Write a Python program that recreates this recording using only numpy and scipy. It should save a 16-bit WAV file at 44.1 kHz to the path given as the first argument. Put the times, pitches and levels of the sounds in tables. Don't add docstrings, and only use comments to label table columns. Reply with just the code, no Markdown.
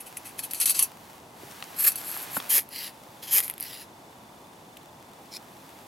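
import sys
import numpy as np
from scipy import signal
from scipy.fft import rfft, irfft
from scipy.io import wavfile
from scipy.ndimage import uniform_filter1d, map_coordinates

SR = 44100
rng = np.random.default_rng(int(sys.argv[2]) if len(sys.argv) > 2 else 0)


def store_pcm(level_fs):
    pcm = np.round(np.clip(level_fs, -1, 1) * 32767).astype(np.int16)
    wavfile.write(sys.argv[1], SR, np.atleast_2d(pcm).T)


N = 259037
TIME = np.arange(N) / SR

# (time [s], length [s], attack [s], final level [dB], body re treble [dB])
ROD_STROKES = [(2.49, 0.091, 0.013, -20.5, -10.5), (3.305, 0.082, 0.03, -20, -11.5)]
# (time [s], length [s], attack [s], final level [dB], swell [dB])
RETURN_SLIDES = [(2.695, 0.19, 0.105, -39.5, -4.5), (3.584, 0.25, 0.045, -46, -5)]
# (frequency [Hz], level [dB])
RASP_COLOUR = [(50, -55), (180, -16.5), (400, -18.5), (750, -11.5), (1300, -18.5), (2000, -8.5),
               (4000, -11.5), (5400, -5.5), (7700, -13), (9400, -15), (11700, -11), (13200, -13),
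               (15500, -28)]


def rod_strokes(top_hz=3040, tip_hz=2100, thud_hz=427.2):
    # (time [s], length [s], level [dB], body re treble [dB])
    scratches = [(3.221, 0.018, -42.5, -0.5), (3.269, 0.034, -43.5, 0), (3.424, 0.014, -32.5, -12.5)]
    # (multiple of its note, width [Hz], level [dB])
    rod_modes = [(1, 517, 7), (1.85, 620, -4)]
    place = blade_place()
    chips = grit(per_s=7000, spread_db=2.5 + 3 * place)
    presses = [(envelope(start, length, attack, release=0.099, db=db, swell_db=3), body_db)
               for start, length, attack, db, body_db in ROD_STROKES]
    presses += [(envelope(start, length, attack=0.0086, release=0.21, db=db), body_db)
                for start, length, db, body_db in scratches]
    treble = chips * sum(force for force, _ in presses)
    body = chips * sum(force * from_db(body_db) for force, body_db in presses)
    rasp = body_and_treble(body * from_db(-2), treble, RASP_COLOUR)
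    rasp += from_db(-6) * resonate(body, rod_modes, top_hz + (tip_hz - top_hz) * place)
    rasp += from_db(-9) * resonate(body * place, [(thud_hz, 500, 0)], pitch=1)
    gripped_ring = through(rasp, dying_noise(t60=0.012))
    return rasp + from_db(-7) * gripped_ring


def spark_pops():
    # (time [s], relative level [dB], body re treble [dB])
    pops = [(0.535, -23.5, -10), (2.082, -32, -22), (2.1151, -27.5, -22), (2.174, -30, -18),
            (2.2268, -33, -18), (2.5922, -26, 0.5), (2.69, -41, -12), (3.3844, -21.5, -0.5),
            (3.4039, -23.5, -2), (3.48, -29.5, -6.5), (3.499, -24, -8), (3.5106, -32, -15),
            (3.539, -38.5, -4.5), (3.5803, -38, -2), (3.6004, -34, -6), (3.608, -24.5, -25),
            (3.627, -27.5, -19), (3.6387, -33, -13)]
    # (frequency [Hz], level [dB])
    pop_colour = [(100, -60), (700, -22), (2000, -6), (3500, -7), (7000, -19), (9800, 0), (11300, 7),
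                  (12800, 4.5), (15500, -11)]
    treble, body = np.zeros(N), np.zeros(N)
    for start, db, body_db in pops:
        at = round(start * SR)
        treble[at], body[at] = from_db(db), from_db(db + body_db)
    clicks = body_and_treble(body, treble, pop_colour)
    sizzle = through(clicks, dying_noise(t60=0.024))
    return from_db(19) * (clicks + from_db(-5) * sizzle)


def blade_slides(low_cut_hz=1500):
    # (nominal frequency [Hz], width [Hz], level [dB])
    blade_modes = [(2150, 350, -1), (3000, 600, -1), (4250, 500, -.5), (5050, 450, .5), (7900, 900, -10),
                   (11400, 900, 1.5), (13000, 1800, -7)]
    # (frequency [Hz], width [Hz], level [dB])
    tip_modes = [(2430, 270, 0), (4300, 450, 4), (5120, 510, 7.5), (7070, 580, -4), (10100, 1900, -4),
                 (13200, 2000, -22)]
    friction = grit(per_s=16000, spread_db=-1) * from_db(2 * wander(per_s=370) + wander(per_s=45))
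    place = blade_place()
    pitch = 0.94 + 0.058 * np.sin(np.pi * place) - 0.038 * (1 - place)
    glide = sum(envelope(start, length, attack, release=0.084, db=db, swell_db=swell_db)
                for start, length, attack, db, swell_db in RETURN_SLIDES)
    blade = resonate(friction * glide, blade_modes, pitch, waver=0.04)
    rod_hiss = from_db(-11) * through(grit(per_s=9700, spread_db=1.5) * glide, response(RASP_COLOUR))
    slip = envelope(start=5.308, length=0.061, attack=0.035, release=0.04, db=-40)
    tip = resonate(friction * slip, tip_modes, pitch=1)
    return butterworth(blade + rod_hiss + tip, 3, low_cut_hz, "high")


def blade_place():
    down = sum(progress(start, length) ** 2 for start, length, *_ in ROD_STROKES)
    return down - sum(progress(start, length) for start, length, *_ in RETURN_SLIDES)


def screen_knocks(rise_s=0.0011):
    # (time [s], relative level [dB], body re treble [dB], rattle decay [s], favoured resonance [Hz])
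    knocks = [(0.0034, -33, -14, 0.0078, 2500), (0.168, -24.5, -9, 0.0039, 2270),
              (0.3901, -21.5, -6.5, 0.0038, 4320), (0.4339, -28, -15, 0.009, 3600),
              (0.5088, -24, -10, 0.0052, 4600), (0.5448, -24.5, -8, 0.0049, 4600),
              (0.5995, -17, -17, 0.01, 4700), (0.6114, -16, -8.5, 0.0059, 4600),
              (0.6226, -21, -15, 0.0037, 4500), (0.656, -10, -14, 0.0052, 7700),
              (0.6714, -17.5, -12, 0.0068, 4430), (0.6938, -14, -11.5, 0.0072, 4460),
              (0.704, -6.5, -25, 0.0025, 4460), (0.7463, -32, 1.5, 0.0096, 4960),
              (0.791, -6, -14, 0.0033, 2780), (0.824, -9, -27, 0.0046, 5900),
              (1.9175, -19.5, -15, 0.003, 4400), (1.9565, -16, -15, 0.0022, 4400)]
    # (time [s], length [s], relative level [dB])
    rubs = [(0.056, 0.015, -41), (0.243, 0.029, -40.5), (0.277, 0.019, -47), (0.374, 0.022, -38),
            (0.419, 0.028, -36), (0.525, 0.065, -38.5), (0.598, 0.034, -24.5), (0.654, 0.06, -26),
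            (0.736, 0.1, -29)]
    # (frequency [Hz], level [dB])
    knock_colour = [(100, -65), (600, -13.5), (1100, -4), (1800, -9), (2600, 1), (3400, -3.5), (4500, 0),
                    (6300, 2), (8000, 4), (9400, 3), (10300, 9.5), (11900, 8), (13000, -3), (15500, -17)]
    treble_power = sum(envelope(start, length, attack=0.014, release=0.086, db=db - 1) ** 2
                       for start, length, db in rubs)
    body_power = treble_power * from_db(-8) ** 2
    note_hz = np.full(N, float(knocks[0][-1]))
    t = TIME[:6000]
    for start, db, body_db, rattle_s, hz in knocks:
        at = round(start * SR)
        force = from_db(db + 1) * np.exp(-t / rattle_s) * (1 - np.exp(-t / rise_s))
        treble_power[at:at + len(t)] += force ** 2
        body_power[at:at + len(t)] += (force * from_db(body_db)) ** 2
        note_hz[at:] = hz
    body, treble = np.sqrt(body_power), np.sqrt(treble_power)
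    contacts = grit(per_s=7000, spread_db=3)
    sheet = body_and_treble(contacts * body, contacts * treble, knock_colour)
    sheet += from_db(-4) * resonate(grit(per_s=7000, spread_db=3) * body, [(1, 600, 0)], note_hz)
    shimmer = through(sheet, dying_noise(t60=0.051))
    return from_db(-3) * (sheet + shimmer) + from_db(-8) * screen_ring(contacts * treble)


def screen_drag(catch_db=1.9, judder_db=1.55):
    # (time [s], length [s], final relative level [dB], swell [dB], relative weight of the body [dB])
    jerks = [(1.759, 0.022, -40, 5, -6), (1.784, 0.066, -18.5, 10.5, -11.5), (1.861, 0.023, -20.5, 2, -10),
             (1.972, 0.263, -40, 0, -6), (2.295, 0.071, -28, 23, -10)]
    # (frequency [Hz], level [dB])
    drag_colour = [(80, -55), (500, -23), (1200, -19), (2500, -15), (6500, -16), (9500, -7), (11000, -.5),
                   (11900, .5), (13300, -7), (15500, -21)]
    contacts = grit(per_s=7000, spread_db=2.5)
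    contacts *= from_db(catch_db * wander(per_s=55) + judder_db * wander(per_s=160))
    treble, body = np.zeros(N), np.zeros(N)
    for start, length, db, swell_db, body_db in jerks:
        pull = contacts * envelope(start, length, attack=0.005, release=0.091, db=db, swell_db=swell_db)
        treble += pull
        body += pull * from_db(body_db - 1)
    scrape = body_and_treble(body, treble, drag_colour)
    shimmer = from_db(-1) * through(scrape, dying_noise(t60=0.034))
    return from_db(-2) * (scrape + shimmer + from_db(-9) * screen_ring(treble))


def screen_ring(drive, longest_t60=0.15):
    # (frequency [Hz], level [dB], t60 before the hand's damping [s])
    screen_modes = [(2638, -15, 0.13), (4468, -21, 0.2), (4581, -13, 0.11), (5362, -22, 0.19),
                    (5943, -12, 0.098), (6358, -18, 0.092), (6982, -16, 0.11), (8570, -20, 0.12),
                    (8769, -14, 0.065), (8969, -26, 0.13), (9905, -12, 0.11), (10190, -2, 0.071),
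                    (10570, -17, 0.094), (10770, -1, 0.059), (11010, -21, 0.095), (11250, -14, 0.095),
                    (11310, -8, 0.071), (11850, 0, 0.052), (12070, -1, 0.064), (12210, -3, 0.061),
                    (12870, -12, 0.062), (13340, -10, 0.065)]
    t = TIME[:12000]
    ring = sum(from_db(db - 60 * t / min(t60, longest_t60)) * np.sin(2 * np.pi * hz * t)
               for hz, db, t60 in screen_modes)
    return through(drive, unit_energy(ring))


def taps_and_snaps():
    # (time [s], level [dB], centre [Hz], width [octaves], t60 [s])
    taps = [(0.792, -42, 1120, 0.13, 0.11), (1.43, -40.5, 354, 0.55, 0.02),
            (1.512, -45.5, 3500, 2.5, 0.012), (1.625, -33, 1950, 2.1, 0.01),
            (1.64, -41.5, 3000, 3.7, 0.012), (1.844, -35, 2530, 0.45, 0.049),
            (2.166, -35.5, 790, 1.7, 0.0084), (2.367, -25.5, 990, 1.1, 0.023),
            (2.368, -34, 224, 1.2, 0.046), (2.401, -33, 2000, 1.9, 0.009), (3.497, -43, 2350, 0.5, 0.07),
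            (4.127, -55, 1500, 1.8, 0.03), (4.769, -47, 2900, 0.8, 0.027), (4.771, -47, 9000, 1.5, 0.014)]
    out = np.zeros(N)
    for start, db, hz, octaves, t60 in taps:
        edges_hz = np.clip(hz * 2 ** (np.array([-0.5, 0.5]) * octaves), 20, SR * 0.45)
        tap = unit_energy(butterworth(dying_noise(t60), 2, edges_hz, "band"))
        duration_s = t60 / np.log(1e6) + 0.0037
        at = round(start * SR)
        out[at:at + len(tap)] += tap * from_db(db) * np.sqrt(SR * duration_s)
    return out


def rustle(rest_db=-60.5, ticks_per_s=45):
    # (time [s], length [s], final level [dB], swell [dB])
    moves = [(-0.1, 0.97, -50.5, 3.5), (0.9, 0.26, -54.5, 2), (1.312, 0.73, -45, 5),
             (2.03, 0.46, -43.5, -2.5), (2.7, 0.8, -53.5, 7.5), (5.1, 0.72, -55, 7)]
    # (frequency [Hz], level [dB])
    rustle_colour = [(71, -27), (120, -3.5), (271, -2.5), (519, -4), (748, 1), (1350, -1), (3050, -4),
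                     (8420, -10), (11700, -6), (15500, -11)]
    ticks = (rng.random(N) < ticks_per_s / SR) * rng.standard_normal(N) * np.sqrt(SR / ticks_per_s)
    power = sum(envelope(start, length, attack=0.11, release=0.5, db=db, swell_db=swell_db) ** 2
                for start, length, db, swell_db in moves)
    effort = np.sqrt(1 + power / from_db(rest_db) ** 2)
    cloth = grit(per_s=5000, spread_db=1) * effort
    leaves = from_db(-7) * ticks * effort ** 0.79
    return from_db(rest_db) * through(cloth + leaves, response(rustle_colour))


def faint_whine(pitch_hz=3530, first_s=2.932, period_s=0.04, half_width_s=0.0066):
    onset_s = first_s - period_s / 2
    from_peak_s = (TIME - onset_s) % period_s - period_s / 2
    pulses = np.exp(-(from_peak_s / half_width_s) ** 2) * (TIME > onset_s)
    hz = pitch_hz * (1 + 0.012 * wander(per_s=60))
    return from_db(-60) * pulses * np.sin(2 * np.pi * np.cumsum(hz) / SR)


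def woodland_air():
    # (frequency [Hz], relative level [dB])
    air_colour = [(18, -69), (30, -21), (111, -0.5), (324, 0), (359, -2), (455, -3.5), (505, -3.5),
                  (897, 0), (1510, -15.5), (2490, -19.5), (2910, -19), (3400, -20), (8500, -22.5),
                  (12900, -29), (15500, -38)]
    # (frequency [Hz], relative side level [dB])
    width_colour = [(60, -20), (170, -14.5), (350, -4.5), (800, 0), (2000, 9.5), (12000, -7)]
    mid, side = (through(rng.standard_normal(N), response(air_colour)) for _ in range(2))
    side = from_db(-7) * through(side, response(width_colour))
    return from_db(-50.5) * (mid + side * np.array([[1], [-1]]))


def over_ground(x, left_db, scatter_db, band_hz=(350, 12000)):
    dull = butterworth(x, 1, band_hz, "band")
    side = from_db(scatter_db) * through(dull, dying_noise(t60=0.027))
    return (x + side * np.array([[1], [-1]])) * from_db([[left_db / 2], [-left_db / 2]])


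def grit(per_s, spread_db):
    sizes = from_db(spread_db * np.minimum(rng.exponential(1, N), 4)) * rng.choice([-1, 1], N)
    slips = sizes * (rng.random(N) < per_s / SR)
    return slips / np.sqrt(np.abs(uniform_filter1d(slips ** 2, size=400)) + 1e-6)


def resonate(drive, modes, pitch, waver=0, block=256):
    out = np.zeros(N)
    driven_blocks = np.unique(np.flatnonzero(np.abs(drive) > 1e-7) // block) * block
    for hz, width_hz, db in modes:
        radius, state = np.exp(-np.pi * width_hz / SR), np.zeros(2)
        angle = 2 * np.pi * hz * pitch * (1 + waver * wander(per_s=19)) / SR
        for i in driven_blocks:
            poles = [1, -2 * radius * np.cos(angle[i]), radius ** 2]
            part, state = signal.lfilter([1, 0, -1], poles, drive[i:i + block], zi=state)
            out[i:i + block] += part * from_db(db) * (1 - radius ** 2) / 2
    return out / np.sqrt(sum(np.pi * width_hz / SR * from_db(db) ** 2 for _, width_hz, db in modes))


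def dying_noise(t60, size=12000):
    return unit_energy(rng.standard_normal(size) * from_db(-60 * TIME[:size] / t60))


def body_and_treble(body, treble, colour, split_hz=9000):
    low, high = (unit_energy(butterworth(response(colour), 5, split_hz, kind)) for kind in ("low", "high"))
    return through(body, low) + through(treble, high)


def response(colour, size=4096):
    hz, db = np.transpose(colour)
    log_hz = np.log(np.fft.rfftfreq(size, 1 / SR) + 1)
    gain = from_db(np.interp(log_hz, np.log(hz), db))
    cepstrum = irfft(np.log(gain))
    cepstrum[1:size // 2] *= 2
    cepstrum[size // 2 + 1:] = 0
    return unit_energy(irfft(np.exp(rfft(cepstrum))))


def envelope(start, length, attack, release, db, swell_db=0):
    fall = np.clip((TIME - start - length) / release, 0, 3)
    return progress(start, attack) * from_db(db + swell_db * (progress(start, length) - 1) - 60 * fall)


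def progress(start, length):
    return np.clip((TIME - start) / length, 0, 1)


def wander(per_s):
    points = rng.standard_normal(int(N / SR * per_s) + 4)
    return map_coordinates(points, [TIME[::64] * per_s], order=3, mode="nearest").repeat(64)[:N]


def through(x, impulse):
    return signal.oaconvolve(x, impulse)[:N]


def butterworth(x, order, hz, kind):
    return signal.sosfilt(signal.butter(order, hz, kind, fs=SR, output="sos"), x)


def unit_energy(x):
    return x / np.sqrt(np.sum(x ** 2) + 1e-20)


def from_db(db):
    return 10 ** (np.asarray(db) / 20)


def scene():
    knocks = over_ground(screen_knocks(), left_db=2, scatter_db=-10.5)
    drag = over_ground(screen_drag(), left_db=1.5, scatter_db=-14)
    fire_steel = over_ground(rod_strokes() + blade_slides() + spark_pops(), left_db=1, scatter_db=-14.5)
    handling = over_ground(rustle() + taps_and_snaps(), left_db=0, scatter_db=-7)
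    return knocks + drag + fire_steel + handling + woodland_air() + faint_whine()


def record(dry):
    cutoff_hz = 15900
    return signal.sosfilt(signal.ellip(10, 0.2, 70, cutoff_hz, fs=SR, output="sos"), dry)


dry = scene()
out = record(dry)
store_pcm(out)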